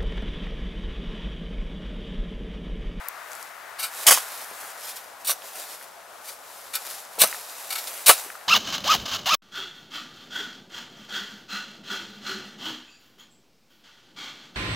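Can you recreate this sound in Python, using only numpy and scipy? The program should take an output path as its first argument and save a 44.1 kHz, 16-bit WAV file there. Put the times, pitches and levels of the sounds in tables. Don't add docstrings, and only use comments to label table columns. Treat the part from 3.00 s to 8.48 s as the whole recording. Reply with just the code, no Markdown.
import sys
import numpy as np
from scipy import signal
from scipy.fft import rfft, irfft
from scipy.io import wavfile

SR = 44100
rng = np.random.default_rng(int(sys.argv[2]) if len(sys.argv) > 2 else 0)


def wrap_up_sound(samples):
    columns = np.atleast_2d(samples).T
    tamed = np.clip(columns, -1, 1)
    steps = np.round(tamed * 32767).astype(np.int16)
    wavfile.write(sys.argv[1], SR, steps)


N = 241636
T = np.arange(N) / SR

# (time [s], push length [s], final level [dB], build-up [dB], time to fall 20 dB [s])
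BLADE_JERKS = [(1.0676, 0.0142, -9, 1, 0.0465), (1.108, 0.0132, -14, 0, 0.0741),
               (2.248, 0.018, -33, -1, 0.0385), (2.271, 0.04285, -22.5, 0, .026),
               (4.188, .032, -8.7, 19, .032), (5.062, 0.0327, -7.5, 7, .044)]


def undb(db):
    return 10 ** (np.asarray(db) / 20)


def unit(x):
    return x / np.sqrt(np.mean(x ** 2))


def together(gains):
    return np.sqrt(sum(gain ** 2 for gain in gains))


def curve(rows):
    return undb(np.interp(T, *np.transpose(rows)))


def wander(rate):
    knots = rng.standard_normal(8192)
    return np.interp(T * rate, np.arange(len(knots)), knots)


def swell(time, rise, fall):
    return 10 ** -np.minimum(np.where(T < time, ((time - T) / rise) ** 2, (T - time) / fall), 10)


def grains(rate, spread_db):
    breaks = rng.random(N) < rate / SR
    return unit(breaks * rng.choice([-1, 1], N) * undb(spread_db * rng.standard_normal(N)))


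def colour(x, tone):
    hz, db = np.transpose(tone)
    freqs = np.maximum(np.arange(N // 2 + 1) * SR / N, 1)
    gains = unit(undb(np.interp(np.log(freqs), np.log(hz), db)))
    return irfft(rfft(x) * gains, N)


def resonate(x, hz, width):
    return signal.lfilter(*signal.iirpeak(min(hz, SR / 2 - 1), hz / min(width, SR / 4), fs=SR), x)


def ring(x, modes, roam_db):
    out = power = 0
    for k, (hz, width, db) in enumerate(modes):
        drive = (-1) ** k * undb(db + roam_db * wander(12))
        out = out + resonate(x * drive, hz, width)
        power += undb(db) ** 2 * np.pi * width / SR
    return out / np.sqrt(power)


def smear(x, fall, rate):
    t = T[:SR // 8]
    turn = 1.66 * wander(rate)
    tails = rng.standard_normal((2, len(t))) * 10 ** (-t / fall)
    return sum(signal.fftconvolve(x * share, tail / np.linalg.norm(tail))[:N]
               for share, tail in zip((np.cos(turn), np.sin(turn)), tails))


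def knocks(rows, rise, fall, cycles, breadth):
    out = 0
    for time, db, hz in rows:
        noise = rng.standard_normal(N)
        hit = noise * swell(time, rise, fall + cycles / hz)
        width = breadth * hz
        steady, burst = resonate(resonate([noise, hit], hz, width), hz, width)
        out = out + undb(db) * burst / np.std(steady)
    return out


def distant(tone, side_db, lean_db, waver_db):
    mid, side = colour(rng.standard_normal((2, N)), tone)
    lean = undb(lean_db / 2)
    stereo = np.array([mid * lean, mid / lean]) + undb(side_db) * np.array([side, -side])
    return stereo * undb(waver_db * wander(15))


def outdoors(x, scatter_db, scatter_s):
    # (time [s], left minus right [dB])
    place = [(.1, 7.5), (.25, 3), (1.1, 0.15), (2.3, 0.35), (3.3, 2), (4.2, 0.74), (5.1, 0.5)]
    # (pitch [Hz], level [dB])
    echo_tone = [(100, -14), (600, -9.5), (2000, -4), (4500, -1), (8000, -0.5), (12000, 0.5)]
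    echo = undb(scatter_db) * colour(smear(x, scatter_s, rate=8.8), echo_tone)
    lean = np.sqrt(curve(place))
    return np.array([x * lean + echo, x / lean - echo])


def open_air():
    # (pitch [Hz], level [dB])
    air_tone = [(20, -35), (60, -16), (130, -19), (230, -15), (330, -13), (480, -4), (670, 2), (1000, -1.5),
                (1430, -3.5), (2000, -12), (4100, -14.5), (6000, -15.5), (12000, -17.5), (15500, -23)]
    return undb(-47.5) * distant(air_tone, side_db=-6.5, lean_db=3, waver_db=1.2)


def far_rush():
    # (time [s], level [dB])
    loudness = [(0, -40.5), (.6, -44), (1.3, -42.5), (1.7, -45), (2.1, -49.5), (3, -54.5), (3.7, -53),
                (5.48, -50)]
    # (pitch [Hz], level [dB])
    rush_tone = [(100, -41), (400, -26.5), (680, -4), (1450, 0.5), (2100, -4.5), (3000, -14.5),
                 (6000, -23.5), (16000, -24.5)]
    return undb(-1.08) * curve(loudness) * distant(rush_tone, side_db=-10, lean_db=8.5, waver_db=0.62)


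def trickling_earth():
    # (time [s], level [dB], time to swell or fade 20 dB [s], whose sign is ignored)
    earth_slides = [(.38, -48, 0.27), (1.0, -35, 0.1277), (1.389, -40, 0.1738), (1.63, -41.5, 0.24),
                    (1.92, -44, 0.235), (2.22, -49.5, 0.04), (2.479, -41.5, 0.096), (2.601, -36.5, 0.1038),
                    (2.718, -39.5, 0.089), (2.82, -46, .1), (3.299, -41.5, -0.1), (3.6, -46, 0.2743),
                    (3.9, -38.5, 0.221), (4.18, -47, 0.11), (4.49, -43.5, 0.5368), (4.7, -43, 0.52),
                    (4.92, -38, 0.3558)]
    # (pitch [Hz], level [dB])
    earth_tone = [(100, -23.5), (300, -10.5), (600, 1), (1500, -0.5), (3000, -2), (5000, -1.5), (8000, -1),
                  (12000, 1.5), (14000, -4.5), (16000, -6.5)]
    spills = [undb(db - 21) * swell(time + length, rise=0.03, fall=0.2824)
              for time, length, db, _, _ in BLADE_JERKS]
    slides = [undb(db) * 10 ** -np.minimum(((T - time) / width) ** 2, 10)
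              for time, db, width in earth_slides]
    creep = undb(-61)
    flow = together(spills + slides + [creep]) * undb(1.2 * wander(70))
    dust = grains(14000, spread_db=3.5)
    crumbs = undb(-8.5) * grains(200, spread_db=5)
    earth = flow * (dust + crumbs)
    return colour(undb(-0.0167) * earth + undb(-13.5) * smear(earth, fall=0.0048, rate=12), earth_tone)


def falling_pebbles():
    # (time [s], level [dB], pitch [Hz])
    landings = [(.0855, -19, 13100), (.318, -30.5, 7900), (.332, -37, 7440), (.352, -33, 8500),
                (.4275, -30, 7550), (1.1735, -21.5, 1013), (2.421, -34, 2000), (2.587, -34.5, 12000),
                (2.812, -38, 1600), (4.2742, -23, 12000), (4.3135, -28, 12500), (4.3272, -24.5, 2000),
                (4.346, -30, 1390), (4.497, -33.5, 3970), (4.758, -35, 1200), (5.302, -31.5, 1570),
                (5.353, -32, 1344), (5.411, -37, 1590)]
    return knocks(landings, rise=0.000395, fall=0.002, cycles=7, breadth=0.815)


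def shoe_thuds():
    # (time [s], level [dB], pitch [Hz])
    steps = [(1.062, -30, 800), (1.513, -44, 429), (1.625, -51, 353), (2.440, -42, 720), (2.578, -46, 520),
             (4.1825, -32, 560), (4.232, -39, 221), (5.262, -45, 364)]
    return knocks(steps, rise=0.0046, fall=0.0298, cycles=2.07, breadth=1.0)


def blade_scrapes():
    # (time [s], level [dB], time to rise 20 dB [s])
    strokes = [(.800, -27.5, 0.015), (0.832, -29, .006), (.843, -26, 0.0348), (1.850, -38.5, 0.08),
               (1.897, -35.5, 0.053), (1.967, -34.5, 0.0122), (3.298, -36, -0.0413), (3.741, -26, 0.0085),
               (3.753, -22.5, 0.0029), (4.707, -26, 0.0058), (4.726, -25, -0.0044), (4.757, -26.5, -0.0045),
               (4.784, -28.5, 0.0069), (4.872, -28.5, -0.001)]
    # (pitch [Hz], level [dB])
    rub_tone = [(200, -22), (600, -10), (1400, -6), (4500, 1.5), (7000, -1), (12500, -0.5), (14000, -4.5),
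                (16000, -5.5)]
    # (pitch [Hz], width [Hz], level [dB])
    free_modes = [(1310.2, 19.5, 6.5), (1495.6, 20.4, 2), (2223.4, 46.5, 0.5), (2407, 29.6, 4.5),
                  (2891, 46, -7), (3660, 20.7, 1.5), (4441, 43, -4), (5503, 47, -3.5), (6030, 80, -6),
                  (7980, 49, -1), (9050, 82, 1), (11100, 77, 2), (11780, 58, 0), (12400, 97, 4.5),
                  (12670, 40, -8.5), (13100, 52, 3)]
    force = together(undb(db) * swell(time, rise, fall=0.027 + 0.6 * rise) for time, db, rise in strokes)
    rub = force * grains(7000, spread_db=3)
    sheet = undb(-4) * (rub + smear(rub, fall=0.0097, rate=6))
    return colour(sheet, rub_tone) + undb(-4.5) * ring(rub, free_modes, roam_db=3.5)


def push(start, length, build_db, fall):
    bite = swell(start, rise=0.0019, fall=np.inf)
    to_go = np.clip((start + length - T) / length, 0, 1)
    stall = 10 ** -np.clip((T - start - length) / fall, 0, 10)
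    return bite * undb(-build_db * to_go) * stall


def shovel_thrusts():
    # (time [s], level [dB])
    clods = [(1.077, -14.5), (1.090, -14.5), (1.108, -11.5), (1.118, -15), (1.176, -25.5), (2.295, -24),
             (2.314, -27), (4.218, -21), (4.2365, -12.5), (5.0934, -5.5), (5.098, -6)]
    # (pitch [Hz], level [dB])
    grit_tone = [(30, -32), (150, -24), (330, -20), (500, -14), (900, -7.5), (2000, -2), (3200, -1.5),
                 (5500, -0.5), (7000, -1), (9000, 1), (12000, -1), (14000, -4), (16000, -4.5)]
    # (pitch [Hz], width [Hz], level [dB])
    buried_modes = [(2966, 130, -9), (3404, 70, -15.5), (3891, 61, -10.5), (5201, 136, -6.5),
                    (6189, 71, -7.5), (8080, 60, -10.5), (8910, 44, -0.5), (9820, 87, -8),
                    (11160, 98, -3.5), (11237, 39, 5), (12040, 112, -3), (14600, 45, -9)]
    # (pitch [Hz], width [Hz], level [dB])
    clod_modes = [(279.6, 40.4, -22.5), (468, 97.5, -5.5), (649.2, 116.8, 1.5), (1145.7, 118.6, 2),
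                  (1300, 40, 0.5), (1485, 162, -2.5), (2147, 246, -6.5)]
    sink_s, edge_hz = 0.00145, 3980
    clod_low_hz = 170

    jerks = [undb(db) * push(time, length, build, fall) for time, length, db, build, fall in BLADE_JERKS]
    force = together(jerks)
    sunk = together(jerk * (1 - np.exp(-np.cumsum(jerk) / SR / sink_s)) for jerk in jerks)
    breaks = together(undb(db) * swell(time, rise=0.00396, fall=0.0207) for time, db in clods)

    judder = undb(1.72 * wander(450))
    crushing = judder * grains(16000, spread_db=4)
    coarse = signal.lfilter(*signal.butter(1, edge_hz, fs=SR), crushing)
    crumbling = undb(-3) * breaks
    grit = together([force, crumbling]) * (crushing - coarse) + together([sunk, crumbling]) * coarse
    crunch = together([breaks, undb(-12.5) * sunk]) * judder * grains(5000, spread_db=3)
    crunch = signal.sosfilt(signal.butter(2, clod_low_hz, "high", fs=SR, output="sos"), crunch)

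    sheet = undb(0.11) * grit + undb(-3.5) * smear(grit, fall=0.00556, rate=9)
    blade_ring = undb(-8.5) * ring(grit, buried_modes, roam_db=-0.5)
    clod_ring = undb(-2.5) * ring(crunch, clod_modes, roam_db=-0.1)
    return colour(sheet, grit_tone) + blade_ring + clod_ring


def scene():
    digging = undb(-0.85) * shovel_thrusts() + shoe_thuds()
    touches = blade_scrapes() + falling_pebbles()
    work = (outdoors(digging, scatter_db=-16, scatter_s=0.0081)
            + outdoors(touches, scatter_db=-14, scatter_s=0.0164)
            + outdoors(trickling_earth(), scatter_db=-9.5, scatter_s=0.025))
    return work + far_rush() + open_air()


def record(dry):
    low_hz, top_hz = 65, 15700
    overloaded = np.clip(dry, -1, 1)
    thinned = signal.sosfilt(signal.butter(2, low_hz, "high", fs=SR, output="sos"), overloaded)
    return signal.sosfilt(signal.ellip(10, .2, 80, top_hz, fs=SR, output="sos"), thinned)


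dry = scene()
out = record(dry)
wrap_up_sound(out)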